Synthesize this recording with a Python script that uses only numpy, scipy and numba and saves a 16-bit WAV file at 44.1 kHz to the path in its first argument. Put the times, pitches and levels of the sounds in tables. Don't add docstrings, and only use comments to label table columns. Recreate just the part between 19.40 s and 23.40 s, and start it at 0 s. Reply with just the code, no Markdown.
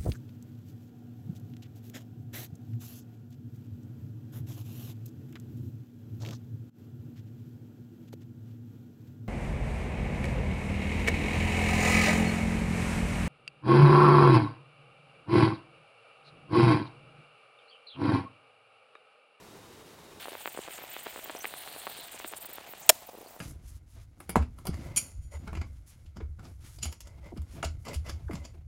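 import sys
import numpy as np
from scipy import signal
from scipy.fft import rfft, irfft
from scipy.io import wavfile
from scipy.ndimage import uniform_filter1d, minimum_filter1d, map_coordinates
from numba import njit

SR = 44100
rng = np.random.default_rng(int(sys.argv[2]) if len(sys.argv) > 2 else 0)


def to_wav(s):
    ch = np.atleast_2d(s).T
    pcm = np.round(np.clip(ch, -1, 1) * 32767)
    wavfile.write(sys.argv[1], SR, pcm.astype(np.int16))


N = 176400
CUT_S = .797
RASP_S, DRY_S, SHUT_S = 2.09, 2.68, 3.492

# t/s, level/dB, brightness/Hz
OPEN_POPS = [(0.8564,-24.5,960), (0.8732,-28.5,910), (0.8833,-26,765), (0.9196,-33,460), (0.9326,-31,720),
             (0.9527,-23,1010), (1.0579,-15,1460), (1.0757,-16,1630), (1.081,-26.5,1360), (1.148,-32,596),
             (1.175,-21.5,730), (1.1889,-31,850), (1.1907,-24,370), (1.2785,-27,906), (1.2844,-26.5,770),
             (1.3878,-30,746), (1.4212,-31.5,1120), (1.4395,-29.5,800), (1.5656,-21.5,1210),
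             (1.6633,-27.5,905), (1.6677,-21,1030), (1.7609,-23,940), (1.7775,-33,650), (1.7913,-28.5,790),
             (1.8596,-28.5,1140), (1.8969,-19.5,1520), (1.8998,-29.5,616), (1.9033,-26,890),
             (1.9506,-25.5,510), (1.9809,-30.5,1560), (2.0444,-17.5,1530), (2.0469,-23,1300),
             (2.0548,-20,1897), (2.1393,-22,1340), (2.276,-24,1740), (2.3627,-32.5,634), (2.4691,-20,1260),
             (2.4744,-22,1130), (2.8007,-28,1040), (2.8462,-19,1600), (2.8492,-33,340), (2.9272,-30.5,950),
             (2.9364,-20.5,1370), (3.0488,-29,1300), (3.1835,-24.5,930), (3.3365,-27,1100)]
# t/s, level/dB, brightness/Hz
COVERED_PLOPS = [(3.623, -41.5, 597), (3.690, -34.5, 537), (3.733, -38, 520), (3.751, -35, 520),
                 (3.776, -38, 406), (3.785, -40, 330), (3.816, -38, 477), (3.829, -37, 500),
                 (3.861, -34.5, 620), (3.872, -44, 560), (3.964, -35, 690)]
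# t/s, level/dB, starting f/Hz
GLUGS = [(.857, -40, 676), (.883, -38, 565), (.921, -44, 360), (1.667, -38, 402), (1.761, -35.5, 564),
         (1.951, -35, 600), (2.469, -35.5, 1095), (3.688, -43.5, 540), (3.745, -40, 580)]
# t/s, level/dB
FLOW_LEVELS = [(.8, -45), (.83, -45.5), (.92, -48.5), (1.1, -51), (1.55, -49), (1.65, -48.5), (1.98, -49),
               (2.2, -49.5), (2.62, -48), (2.72, -51.5), (3.25, -51), (3.45, -54), (3.55, -62)]
# f/Hz, level/dB
FLOW_COLOUR = [(150, -1), (400, 7), (750, 0), (1500, 4), (2600, 1.5), (4000, -1), (4900, -2.5), (5800, -3),
               (9000, -11), (15500, -14)]
# t/s, hiss f/Hz, foam f/Hz
STEAM_PITCHES = [(.82, 9980, 3560), (.98, 10300, 3050), (1.04, 7960, 2740), (1.92, 7500, 2700),
                 (2.12, 9200, 3200), (2.3, 10300, 3180), (2.65, 8000, 3400), (2.74, 7800, 2790),
                 (3.0, 9090, 3440), (3.43, 7400, 2180)]
# middle t/s, length/s, hiss level/dB, sizzle level/dB
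SPURTS = [(0.84, 0.0503, -50.5, -50.5), (0.897, 0.027, -47.5, -52), (1.009, 0.076, -48, -48),
          (1.106, 0.064, -47.5, -51), (1.173, 0.014, -43.5, -47.5), (1.233, 0.071, -47, -63),
          (1.344, 0.057, -41.5, -43), (1.481, 0.026, -51, -49), (1.521, 0.029, -47, -43),
          (1.598, 0.033, -43.5, -51), (1.641, 0.021, -48.5, -45), (1.737, 0.082, -49.5, -48.5),
          (1.828, 0.059, -48, -48), (1.915, 0.012, -45.5, -67.5), (1.962, 0.0464, -49.5, -58),
          (2.028, 0.0234, -45, -46), (2.087, 0.052, -43.5, -48), (2.193, 0.0493, -43.5, -50),
          (2.28, 0.238, -47, -54), (2.393, 0.042, -42.5, -47), (2.46, 0.0134, -63, -40),
          (2.51, 0.08, -49.5, -49.5), (2.584, 0.023, -41.5, -49), (2.645, 0.028, -44.5, -48.5),
          (2.677, 0.013, -47.5, -43.5), (2.725, 0.016, -41, -49), (2.751, 0.0265, -43, -57.5),
          (2.793, 0.0088, -39, -41), (2.826, 0.0176, -55.5, -45.5), (2.889, 0.042, -43.5, -48),
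          (2.974, 0.014, -36.5, -40), (3.021, 0.02, -47, -41), (3.064, 0.0115, -42.5, -40),
          (3.101, 0.018, -49, -45), (3.303, 0.033, -65, -45), (3.443, 0.13, -49.5, -60),
          (3.915, 0.063, -60, -52.5)]
# middle t/s, sizzle level/dB
SPITS = [(2.92, -44), (2.982, -42), (3.026, -44), (3.138, -38.5), (3.156, -42.5), (3.332, -47), (3.38, -47),
         (3.405, -47), (3.433, -45), (3.465, -51), (3.673, -47), (3.715, -56), (3.737, -56), (3.755, -53),
         (3.905, -45.5), (3.963, -49), (3.994, -55)]
# middle t/s, length/s, f/Hz, pitch wobble/Hz, level/dB
SQUEAKS = [(1.97, 0.0041, 5940, 500, -36), (2.013, 0.015, 6060, 450, -37.5),
           (2.0545, 0.00063, 1980, 151.8, -20.5), (3.433, 0.013, 6773, 990, -44.5),
           (3.872, .012, 4550, 350, -53.5)]
# t/s, level/dB, contact length/s
CLACKS = [(3.4920, 2, .002), (3.4940, -5, .0014), (3.4969, -1.5, .0007), (3.5001, -11, .0006),
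          (3.5019, -16, .0007)]
# f/Hz, level/dB, fade time/s
METAL_NOTES = [(399, -4.5, .01), (618.2, -0.5, 0.032), (691.3, -4.5, 0.027), (888, -3.5, .015),
               (1805, -2, 0.015), (2396, 1.5, 0.01), (3285, -5, 0.018), (5510, 2, 0.017), (7200, 7, 0.009),
               (8250, 2, .008), (9170, -1, 0.011), (11840, -7, 0.009), (12700, -4, .011), (13485, -1, 0.01)]
# f/Hz, level/dB
CRACK_COLOUR = [(200, -12), (450, 5), (1000, 5), (1400, 1.5), (2000, 5.5), (4000, 5.5), (6000, 4.5),
                (7500, 9), (11000, 3), (13000, 6.5), (15500, 3)]
# f/Hz, level/dB
FLAME_COLOUR = [(25, -2.5), (100, -4), (250, -6), (400, -2), (600, -9), (1000, -9), (1500, -15),
                (3700, -19.5), (9000, -24), (15500, -29.5)]
# f/Hz, level/dB
SIMMER_COLOUR = [(25, 3.5), (70, -6), (200, -10.5), (400, -17), (680, 1), (1000, -6.5), (1500, -16),
                 (4000, -18.5), (9000, -19), (15500, -22.5)]


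def bubbling(t):
    small_per_s, small_db, small_hz = 50, -42, 715
    chance = rng.standard_normal((400, 2))
    times = CUT_S + np.cumsum(rng.exponential(1 / small_per_s, len(chance)))
    patter = pops([(s, small_db + 2 * min(strength, 2), small_hz * np.exp(.295 * pitch))
                   for s, (strength, pitch) in zip(times, chance) if s < t[-1]])
    open_pot = pops(OPEN_POPS) + patter * (t < SHUT_S)
    covered_pot = undb(1) * pops(COVERED_PLOPS) + patter * (t >= SHUT_S)
    return low_pass(open_pot, hz=4200, order=5) + low_pass(covered_pot, hz=1200, order=3)


def pops(rows):
    out, size = np.zeros(N + 2048), 1024
    t = (np.arange(size) - size // 4) / SR
    f = np.fft.rfftfreq(size, 1 / SR)
    for s, db, hz in rows:
        smallness = hz / 1040
        snap_s, damping = .000085 / smallness, smallness ** .77 / 1.4
        ring_hz, body_hz = 577 * smallness ** .44, 313 * smallness ** .28
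        snap = np.exp(-np.hypot(t / snap_s, .6))
        ring = resonance(f, ring_hz, damping)
        body = undb(3.5) * resonance(f, body_hz, damping=1)
        pop = irfft(rfft(snap) * (ring + body))
        peak = np.abs(signal.hilbert(pop)).max()
        i = int(np.clip(s * SR, 0, N - 1))
        out[i:i + size] += undb(db) * pop / peak
    return out[size // 4:][:N]


def glugs(t):
    out, size, rise_per_s = np.zeros(N), 2048, 6
    age = t[:size]
    for s, db, hz in GLUGS:
        i = int(s * SR)
        cycles = hz * age * (1 + rise_per_s * age / 2)
        out[i:i + size] += undb(db) * fade(age, t60=.03) * np.sin(2 * np.pi * cycles)
    return out


def steam(t):
    times, hiss_hz, foam_hz = np.array(STEAM_PITCHES).T
    flow = foam_rush(t, np.interp(t, times, foam_hz))
    rasping = uniform_filter1d(1. * ((t > RASP_S) & (t < DRY_S)), size=1500)
    rasp = undb(-54.5) * rasping * band(4170 * (1 + .043 * wander(9.8)), width_hz=1100)
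    hiss_gain, sizzle_gain = spurt_strengths(t)
    hiss_centre = np.interp(t, times, hiss_hz) * (1 + .055 * wander(45))
    hiss = undb(-4) * hiss_gain * band(hiss_centre, width_hz=4000)
    sizzle_gain *= undb(-4 + 4.7 * wander(77))
    sizzle = sizzle_gain * band(14390 * (1 + .045 * wander(66)), width_hz=2400)
    return flow + squeaks(t) + (hiss + sizzle + rasp) * undb(2 * wander(110))


def foam_rush(t, foam_hz):
    broad = noise(FLOW_COLOUR)
    foam = undb(-4.5 + 1.4 * wander(22.5)) * band(foam_hz * np.exp(.09 * wander(12)), width_hz=2400)
    level_db = np.interp(t, *np.array(FLOW_LEVELS).T) + 1.1 * wander(25.15) + 2.926 * wander(400)
    return undb(level_db) * unit(broad + foam)


def spurt_strengths(t):
    spits = [(s, .0097, db - 9, db) for s, db in SPITS]
    hiss_power, sizzle_power = 0, (t < DRY_S) * undb(-54) ** 2
    for s, length, hiss_db, sizzle_db in list(SPURTS) + spits:
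        shape = swell(t, s, length)
        hiss_power += (shape * undb(hiss_db)) ** 2
        sizzle_power += (shape * undb(sizzle_db)) ** 2
    return np.sqrt(hiss_power), np.sqrt(sizzle_power)


def squeaks(t):
    out = np.zeros(N)
    for s, length, hz, wobble_hz, db in SQUEAKS:
        cycles = np.cumsum(hz + wobble_hz / 2 * wander(2 * wobble_hz)) / SR
        out += undb(db) * swell(t, s, length) * np.sqrt(2) * np.sin(2 * np.pi * cycles)
    return out


def spout(x):
    echo_s, echo_gain = .000174, .48
    f = np.fft.rfftfreq(N, 1 / SR)
    echo = echo_gain * np.exp(-2j * np.pi * f * echo_s)
    return irfft(rfft(x) * (1 - echo) / (1 + echo_gain), N)


def lid(t):
    out, size = np.zeros(N), 8192
    age, grit = t[:size], noise(CRACK_COLOUR)
    phases = rng.uniform(0, 2 * np.pi, len(METAL_NOTES))
    for s, db, length in CLACKS:
        i = int(s * SR)
        ring = sum(undb(note_db) * fade(age, t60) * np.sin(2 * np.pi * hz * (age + s) + phase)
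                   for (hz, note_db, t60), phase in zip(METAL_NOTES, phases))
        crack = grit[i:i + size] * (np.exp(-age / length) + .26 * fade(age, t60=.012))
        out[i:i + size] += undb(db) * (undb(-15) * ring + crack)
    forest_echo = undb(-43.5) * noise(CRACK_COLOUR) * fade(t - SHUT_S, t60=.55)
    return high_pass(out + forest_echo, hz=350, order=4)


def droplets(t):
    out, size, ticks_per_s = np.zeros(N + 1024), 1024, 76
    age = t[:size]
    chance = rng.uniform(1e-6, 1, (900, 3))
    times = CUT_S + np.cumsum(-np.log(chance[:, 0])) / ticks_per_s
    for s, (_, pitch, strength) in zip(times[times < t[-1]], chance):
        i = int(s * SR)
        db, hz = -44.5 + 10 * strength ** 3, 6500 + 9000 * pitch
        out[i:i + size] += undb(db) * fade(age, t60=.003) * np.sin(2 * np.pi * hz * age)
    return out[:N]


def simmer(t):
    return noise(SIMMER_COLOUR) * undb(-54 + 1.5 * (t > SHUT_S) + 2.4 * wander(98))


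def flame():
    rush = noise(FLAME_COLOUR) * undb(-51.5 + .55 * wander(40.4))
    whistle = undb(-69.5) * band(3757, width_hz=290)
    return rush + whistle


def undb(db):
    return 10 ** (np.asarray(db) / 20)


def unit(x):
    return x / np.sqrt(np.mean(x ** 2))


def noise(colour):
    hz, db = np.array(colour).T
    f = np.maximum(np.fft.rfftfreq(N, 1 / SR), 1)
    gain = undb(np.interp(np.log(f), np.log(hz), db))
    return unit(irfft(rfft(rng.standard_normal(N)) * gain, N))


def wander(steps_per_s):
    steps = rng.standard_normal(4096)
    return unit(map_coordinates(steps, [np.arange(N) / SR * steps_per_s], order=3, mode="wrap"))


def band(hz, width_hz):
    hz, width_hz = hz * np.ones(N), float(width_hz)
    once = band_pass(rng.standard_normal(N), hz, width_hz)
    return unit(band_pass(once, hz, width_hz))


@njit
def band_pass(x, hz, width_hz):
    out, band_state, low_state = np.empty(len(x)), 0., 0.
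    for i in range(len(x)):
        angle = np.pi * min(hz[i], .45 * SR) / SR
        tuning = np.tan(angle)
        damping = 2 * np.pi * width_hz / SR / np.sin(2 * angle)
        swing = (band_state + tuning * (x[i] - low_state)) / (1 + tuning * (tuning + damping))
        band_state = 2 * swing - band_state
        low_state += 2 * tuning * swing
        out[i] = damping * swing
    return out


def resonance(f, hz, damping):
    ratio = 1j * f / hz
    return ratio ** 2 / (ratio ** 2 + damping * ratio + 1)


def fade(t, t60):
    return (t >= 0) * np.exp(-np.log(1000) * np.maximum(t, 0) / t60)


def swell(t, middle, length):
    return np.exp(-2 * np.minimum(((t - middle) / length) ** 2, 20))


def low_pass(x, hz, order):
    return signal.sosfilt(signal.butter(order, hz, fs=SR, output="sos"), x)


def high_pass(x, hz, order):
    return signal.sosfilt(signal.butter(order, hz, "high", fs=SR, output="sos"), x)


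def scene():
    t = np.arange(N) / SR
    after_cut = np.clip((t - CUT_S) / .0012, 0, 1)
    background = (1 - after_cut) * flame() + after_cut * simmer(t)
    hissing = after_cut * spout(steam(t) + droplets(t))
    return (bubbling(t) + glugs(t) + hissing + lid(t) + background)[None]


def record(dry):
    ceiling, window, top_hz = 1.15, int(.0007 * SR), 15900
    needed_gain = ceiling / np.maximum(np.abs(dry), ceiling)
    smooth_gain = uniform_filter1d(minimum_filter1d(needed_gain, window), window)
    thinned = high_pass(dry * smooth_gain, hz=74, order=2)
    return signal.sosfilt(signal.ellip(10, .1, 70, top_hz, fs=SR, output="sos"), thinned)


dry = scene()
out = record(dry)
to_wav(out)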